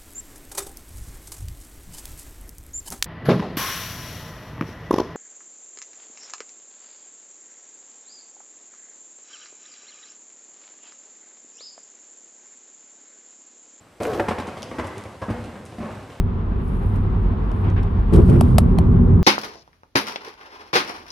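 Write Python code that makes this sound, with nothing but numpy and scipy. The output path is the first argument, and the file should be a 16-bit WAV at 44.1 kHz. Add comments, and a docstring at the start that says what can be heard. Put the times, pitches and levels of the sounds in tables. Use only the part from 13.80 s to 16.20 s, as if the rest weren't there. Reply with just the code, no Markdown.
"""A horse canters close by and away over the sand floor of a riding hall.
Each hoof thumps the ground, crunches into the sand and throws grit; a few knock on something hollow.
After a quiet moment the sound starts abruptly, with the horse blowing air out through its nostrils.
Thrown sand patters down, and there is one dry snap. The hall answers with a dull echo,
which makes up more of the sound as the horse moves off."""
import sys
import numpy as np
from scipy import signal
from scipy.io import wavfile

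SR = 44100
rng = np.random.default_rng(int(sys.argv[2]) if len(sys.argv) > 2 else 0)


def master(y):
    """Save y as 16-bit WAV."""
    cut = np.clip(np.atleast_2d(y).T, -1, 1)
    pcm = np.round(cut * 32767)  # scale
    wavfile.write(sys.argv[1], SR, pcm.astype(np.int16))


N = 105840
TIME = np.arange(N) / SR
HIT_TIME = TIME[:SR // 3]  # the time axis of one short sound


def hoofbeats():
    """All the horse's steps, as two tracks: the ringing ground and the rustling sand."""
    # steps: t/s, boom/dB, thud/dB, thud pitch/Hz, clop/dB, crunch/dB, grit/dB, time to sink in/s
    steps = [(.005, -50.5, -63, 212, -81, -81, -77, .023), (.202, -51, -44, 317, -31.5, -30, -63, 0.018),
             (.253, -40, -37, 325, -29.5, -29, -66, 0.0046), (.332, -35, -56, 317, -48, -34, -44.5, 0.0085),
             (.347, -45, -45, 317, -28, -36, -60, 0.0016),
             (.397, -34, -28.5, 324, -19.5, -22, -45.5, 0.0045),
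             (.484, -41, -25, 193, -63, -24, -39, .0081), (.509, -33, -28.5, 215, -45, -23.5, -48, 0.01),
             (.584, -34, -35, 217, -39, -32.5, -45.5, 0.005),
             (.599, -34, -36, 276, -56, -32.5, -44.5, 0.0086),
             (0.678, -50, -36, 211, -38, -34.5, -49.5, 0.022),
             (.769, -58, -41.5, 220, -44, -38.5, -49, 0.0089), (.914, -62, -39, 235, -43, -36, -65, 0.0068),
             (.939, -51, -42.5, 256, -58, -39.5, -74, 0.046),
             (.985, -38.5, -31, 249.5, -37, -29.5, -46.5, 0.011),
             (.998, -52, -37.5, 251, -42, -32, -53, 0.0042), (1.041, -37, -40, 343, -35, -39.5, -48, 0.016),
             (1.168, -36.5, -42, 213, -62, -41, -52, 0.021), (1.253, -44, -45, 332, -40.5, -42, -68, 0.01),
             (1.417, -32.5, -40, 208, -49, -33.5, -51, 0.013),
             (1.483, -37, -27.5, 206.6, -52, -34.5, -63, 0.022),
             (1.501, -23, -24, 232, -32, -34.5, -49.5, 0.01), (1.588, -29, -55, 218, -54, -50, -59, 0.045),
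             (1.643, -32.5, -39.5, 305, -48, -57, -53.5, 0.0075),
             (1.672, -44, -41, 266, -46, -44.5, -68, 0.053),
             (1.755, -58, -41.5, 203, -49, -43, -62, 0.0095), (1.921, -50, -52, 210, -45, -49, -62, 0.0075),
             (1.984, -38, -32, 212.3, -42.5, -44, -58.5, 0.0043),
             (2.001, -35, -29.5, 213, -52, -37.5, -54, .025),
             (2.026, -33, -37.5, 225, -38.5, -37.5, -65, 0.059),
             (2.106, -33, -50, 242, -69, -49, -60, 0.012),
             (2.223, -50.5, -45.5, 274, -69, -59, -61, 0.0079), (2.29, -53, -48, 288, -51, -46, -52, 0.034)]
    ground, sand = np.zeros((2, N))
    for s, boom_db, thud_db, thud_hz, clop_db, crunch_db, grit_db, sink_s in steps:
        add(sand, s, amp(crunch_db) * sand_crunch(sink_s))
        add(ground, s, hoof_thump(boom_db, thud_db, thud_hz, clop_db))
        add(sand, s, amp(grit_db) * loose_grit(sink_s))
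    return ground, sand


def hoof_thump(boom_db, thud_db, thud_hz, clop_db):
    """A hoof sets the ground ringing: a deep boom, a thud and a hollow clop."""
    # the ground's deep tones: f/Hz, level/dB, time to fade by 60 dB/s
    boom_tones = [(63, -15, 0.39), (98.1, 9, 0.13), (118, -19, 0.056)]
    # the thud's tones: multiple of its pitch, level/dB, time to fade by 60 dB/s
    thud_tones = [(1.001, 8.5, 0.089), (1.22, -3, 0.091)]
    # the clop's tones, retuned a little for each step: f/Hz, level/dB, time to fade by 60 dB/s
    clop_tones = [(349, 6.5, 0.068), (533, 3.5, .11), (770.4, -2, 0.08)]
    boom = ring(boom_tones, rise_s=0.0072)
    thud = ring([(thud_hz * multiple, db, fade_s) for multiple, db, fade_s in thud_tones], rise_s=0.0031)
    retuned = [(hz * (1 + .1 * rng.uniform(-1.05, 1)), db, fade_s) for hz, db, fade_s in clop_tones]
    clop = ring(retuned, rise_s=0.0034)
    return amp(boom_db) * boom + amp(thud_db) * thud - amp(clop_db) * clop


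def sand_crunch(sink_s):
    """Packed sand gives way under a hoof; the quicker the landing, the harder it slaps."""
    # tone of packed sand: f/Hz, level/dB
    spectrum = [(30, -53.5), (70, 6.5), (105, -1.5), (155, -8.5), (280, -1), (420, 5.5), (1050, -1.5),
                (1500, -6.5), (2300, -11), (3800, -28.5), (8000, -41), (16000, -58)]
    crush = burst(sink_s, per_s=3500)
    slap = 1.3 * np.exp(-sink_s / 0.0083) * np.linalg.norm(crush) * (HIT_TIME == 0)
    return sized(colour(crush - slap, spectrum))


def loose_grit(sink_s):
    """Grit thrown by a hoof, brighter and longer than the crunch."""
    # tone of loose grit: f/Hz, level/dB
    spectrum = [(200, -45), (1200, -16), (2800, 7.5), (4500, 0), (6800, -5.5), (9000, -7), (12000, -17),
                (16000, -27)]
    return sized(colour(burst(sink_s * 1.9, per_s=3500), spectrum))


def hoof_knocks():
    """A hoof knocks on something hard and hollow, which rings briefly."""
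    # knocks: t/s, level/dB
    knocks = [(.992, -32), (1.4199, -30), (1.4345, -37.5)]
    # the hollow thing's tones: f/Hz, level/dB, time to fade by 60 dB/s
    tones = [(530, 6.5, 0.038), (644, 2, 0.061), (1033, -1, 0.078), (1125, -7, 0.11), (1662, -10.5, 0.062)]
    track = np.zeros(N)
    for s, db in knocks:
        add(track, s, amp(db) * ring(tones, rise_s=0.0054))
    return track


def nostril_blow(length_s, db, start_hz, end_hz):
    """The horse blows through its nostrils; their two hollow tones sink as the air runs out."""
    # tone of the rushing air: f/Hz, level/dB
    spectrum = [(30, -26), (100, -9), (160, -6.5), (300, -1), (720, -0.5), (900, -17), (1100, -8),
                (2000, -23.5), (4000, -42), (9000, -60), (12000, -67), (16000, -80)]
    rise_s, release_s, sag_db = .02, 0.042, -4.5
    t = TIME[:SR // 2]
    spent = np.minimum(t / length_s, 1)
    hz = start_hz + (end_hz - start_hz) * spent
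    air = evened(colour(rng.standard_normal(len(t)), spectrum))
    hollow = evened(hoot(hz) + amp(-5) * hoot(hz * 1.278))
    shape = np.minimum(t / rise_s, 1) * np.exp(-np.maximum(t - length_s, 0) / release_s)
    return shape * amp(db + sag_db * spent) * evened(hollow + amp(-1) * air)


def hoot(hz, width_hz=30):
    """Air rushing through a nostril rings as a wavering tone that follows the pitch curve hz."""
    memory = np.exp(-np.pi * width_hz / SR)
    tone = np.exp(2j * np.pi * np.cumsum(hz) / SR)
    waver = signal.lfilter([1 - memory], [1, -memory], rng.standard_normal(len(hz)) / tone)
    return evened((tone * waver / np.sqrt(abs(waver) + 1e-12)).real)  # the flow evens out the level


def sand_spray(db, length_s, tilt_db):
    """Thrown sand patters down; finer sand is brighter, and a small clod lands with one click."""
    # tone of landing sand, before it is made brighter or duller: f/Hz, level/dB
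    spectrum = [(300, -32), (2000, -2.5), (3300, 3.5), (5000, 1), (7000, 1.5), (9300, 1.5), (12000, -11),
                (16000, -50)]
    tilted = [(hz, base_db + tilt_db * np.log2(hz / 6000)) for hz, base_db in spectrum]
    patter = burst(length_s, per_s=6700)
    click = 3.8 * np.exp(-length_s / 0.008) * np.linalg.norm(patter) * (HIT_TIME == 0)
    return amp(db) * sized(colour(patter + click, tilted))


def dry_snap(crack_s=0.00027):
    """A sharp, dry snap made of a few tiny cracks of noise."""
    # cracks: t/s, level/dB
    cracks = [(.822, -47), (0.8298, -42), (0.8302, -44), (0.8433, -61)]
    # tone of a crack: f/Hz, level/dB
    spectrum = [(1200, -16), (3000, 0), (5000, 0), (10000, -7.5), (15000, -34)]
    track = np.zeros(N)
    for s, db in cracks:
        noise = rng.standard_normal(len(HIT_TIME)) * np.exp(-HIT_TIME / crack_s)
        add(track, s, amp(db) * sized(colour(noise, spectrum)))
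    return track


def hall_echo(horse, change_s=.45):
    """The hall's echoes; as the horse moves, two patterns take turns, one every change_s."""
    # the long echo's share grows as the horse moves off: t/s, level/dB
    share = [(.2, -6), (1.0, 2), (2.4, 6)]
    turn = np.pi * TIME / change_s / 2
    echo = np.zeros(N)
    for blend in (np.sin(turn), np.cos(turn)):
        echo += signal.fftconvolve(horse * blend, quick_echo())[:N]
        echo += signal.fftconvolve(horse * blend * level(share), long_echo())[:N]
    return echo


def quick_echo(peak_s=0.0055):
    """How a click bounces back from the near wall and the floor."""
    echo = bounces(len(HIT_TIME), spacing=40) * HIT_TIME * np.exp(-HIT_TIME / peak_s)
    return amp(-7.5) * echo / np.linalg.norm(echo)


def long_echo(rise_s=0.002):
    """How a click lingers in the hall, each pitch dying at its own speed."""
    # how long the hall rings: f/Hz, time to fade by 60 dB/s
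    fade_times = [(60, 0.95), (100, 0.57), (200, 0.94), (500, 1), (1200, 0.89), (3000, 1.4), (8000, 1.77),
                  (15000, 0.97)]
    # tone of the long echo: f/Hz, level/dB
    spectrum = [(50, -0.5), (96, -2.5), (135, -12), (165, -1), (215, -1.5), (300, -7), (500, 0),
                (1500, 2.5), (4000, -6), (9000, -9), (15000, -1)]
    hz, t, bands = signal.stft(bounces(SR * 3 // 2, spacing=12), SR, nperseg=512)
    echo = signal.istft(bands * amp(-60 * t / read(fade_times, hz)[:, None]), SR)[1]
    echo *= 1 - np.exp(-np.arange(len(echo)) / SR / rise_s)
    return colour(echo / np.linalg.norm(echo), spectrum)


def sand_trickle(start_s=.202):
    """A low, grainy rustle of sand starts abruptly and carries on."""
    # tone of trickling sand: f/Hz, level/dB
    spectrum = [(30, -30), (60, 0.5), (92, 11.5), (150, 7.5), (220, 4.5), (500, 2), (2000, -14),
                (4000, -19.5), (7000, -26.5), (9000, -27), (12000, -33), (16000, -66)]
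    # how loud it trickles: t/s, level/dB
    loudness = [(.2, -35), (.6, -40.5), (1.1, -42), (1.38, -46), (1.6, -40), (1.82, -46.5), (2.15, -40),
                (2.4, -48)]
    return evened(colour(grains(N, per_s=9000), spectrum)) * level(loudness) * (TIME > start_s)


def still_air():
    """The faint, steady hush of the air in the hall."""
    # tone of the hush: f/Hz, level/dB
    spectrum = [(18, -71), (32, -4), (117, -2), (639, -4), (1080, -8.5),
                (4910, -22.5), (6720, -25), (7860, -19), (9190, -28), (15500, -38)]
    return amp(-53) * evened(colour(rng.standard_normal(N), spectrum))


def surroundings(horse):
    """The sound that comes from all around: echoes, trickling sand and still air."""
    return hall_echo(horse) + sand_trickle() + still_air()


def ring(tones, rise_s):
    """A struck thing rings with a few tones that start softly and die away."""
    t = HIT_TIME
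    ringing = sum(amp(db - 60 * t / fade_s) * np.sin(2 * np.pi * hz * t) for hz, db, fade_s in tones)
    return sized((1 - np.exp(-t / rise_s)) * ringing)


def grains(count, per_s, spread_db=5):
    """Sand grains: random clicks of uneven size."""
    size = amp(spread_db * np.minimum(rng.exponential(1, count), 3))
    return evened(size * rng.choice([-1, 1], count) * (rng.random(count) < per_s / SR))


def burst(length_s, per_s):
    """A cloud of grains that swells quickly and dies."""
    swell = 1 - np.exp(-HIT_TIME / (0.062 * length_s))
    return grains(len(HIT_TIME), per_s) * swell * np.exp(-HIT_TIME / length_s)


def bounces(count, spacing):
    """Scattered echoes: one click of random sign and place in every `spacing` samples."""
    clicks = np.zeros(count)
    slots = np.arange(0, count - spacing, spacing)
    clicks[slots + rng.integers(0, spacing, len(slots))] = rng.choice([-1., 1.], len(slots))
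    return clicks


def colour(x, points, size=4096):
    """Gives a sound the tone drawn by (f/Hz, level/dB) points, without ringing ahead of a hit."""
    log_gain = np.log(amp(read(points, abs(np.fft.fftfreq(size, 1 / SR)))))
    response = np.exp(np.conj(signal.hilbert(log_gain)))
    taps = np.fft.ifft(response).real[:size // 2]
    return signal.fftconvolve(x, taps)[:len(x)]


def amp(db):
    """Turns decibels into a factor to multiply by."""
    return 10 ** (np.asarray(db) / 20)


def evened(x):
    """Scales a sound to an average strength (rms) of 1."""
    return x / np.sqrt(np.mean(x ** 2) + 1e-20)


def sized(x):
    """Scales a hit to the energy of 20 ms of sound at strength 1."""
    return x / np.sqrt(np.sum(x ** 2) / (.02 * SR) + 1e-20)


def read(points, hz):
    """Reads between (f/Hz, value) points, with octaves evenly spaced."""
    f, value = np.transpose(points)
    return np.interp(np.log(hz + 1), np.log(f), value)


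def level(points):
    """A volume curve through (t/s, level/dB) points."""
    return amp(np.interp(TIME, *np.transpose(points)))


def add(mix, s, sound):
    """Mixes a sound in, starting at s seconds."""
    part = mix[max(round(s * SR), 0):][:len(sound)]
    part += sound[:len(part)]


def scene():
    """The horse straight ahead and the hall all around, in stereo."""
    # thrown sand and small clods landing: t/s, level/dB, length/s, brightness/(dB per octave)
    sprays = [(0.2236, -55, .0034, 15), (0.234, -42.5, 0.005, -1.5), (0.257, -55, .001, -1),
              (0.346, -55, .001, -4), (.376, -51, 0.0024, -10), (.672, -50, .0088, -3.5),
              (1.071, -53, 0.0082, 4.5), (1.181, -51, 0.00096, 2), (1.21, -59, .001, -4),
              (1.239, -54.5, .0011, 0), (1.501, -61, 0.011, 14), (1.641, -55, 0.0031, -6),
              (1.854, -58, 0.0015, 7), (1.86, -54.5, 0.014, 0)]
    # the horse blows out: t/s, length/s, level/dB, starting pitch/Hz, final pitch/Hz
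    blows = [(0.202, .19, -25.5, 505, 377.5), (.795, 0.04, -39.5, 530, 512)]
    # stereo width, the sides against the middle: f/Hz, level/dB
    width = [(25, 7), (60, -22), (120, -24), (250, -21.5), (500, -15), (1000, -12.5), (2000, -10),
             (4000, -10), (8000, -6.5), (14000, -2.5)]
    ground, rustle = hoofbeats()
    knocks = hoof_knocks()
    for s, *handful in sprays:
        add(rustle, s, sand_spray(*handful))
    rustle += dry_snap()
    for s, *puff in blows:
        add(rustle, s, nostril_blow(*puff))
    to_hall = rustle + amp(-2) * ground + amp(-9) * knocks  # these two feed the hall less than sand does
    middle = ground + knocks + rustle + surroundings(to_hall)
    side = surroundings(to_hall) + amp(-1) * signal.fftconvolve(to_hall, quick_echo())[:N]
    side = colour(side, width)
    return np.array([middle + side, middle - side])


def record(dry, low_hz=42, high_hz=15400):
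    """Trims away the deepest bass and the highest treble."""
    thinned = signal.sosfilt(signal.butter(2, low_hz, "highpass", fs=SR, output="sos"), dry)
    treble_cut = signal.firwin(255, high_hz, window=("kaiser", 9), fs=SR)
    return signal.oaconvolve(thinned, treble_cut[None], "same")


dry = scene()
out = record(dry)
master(out)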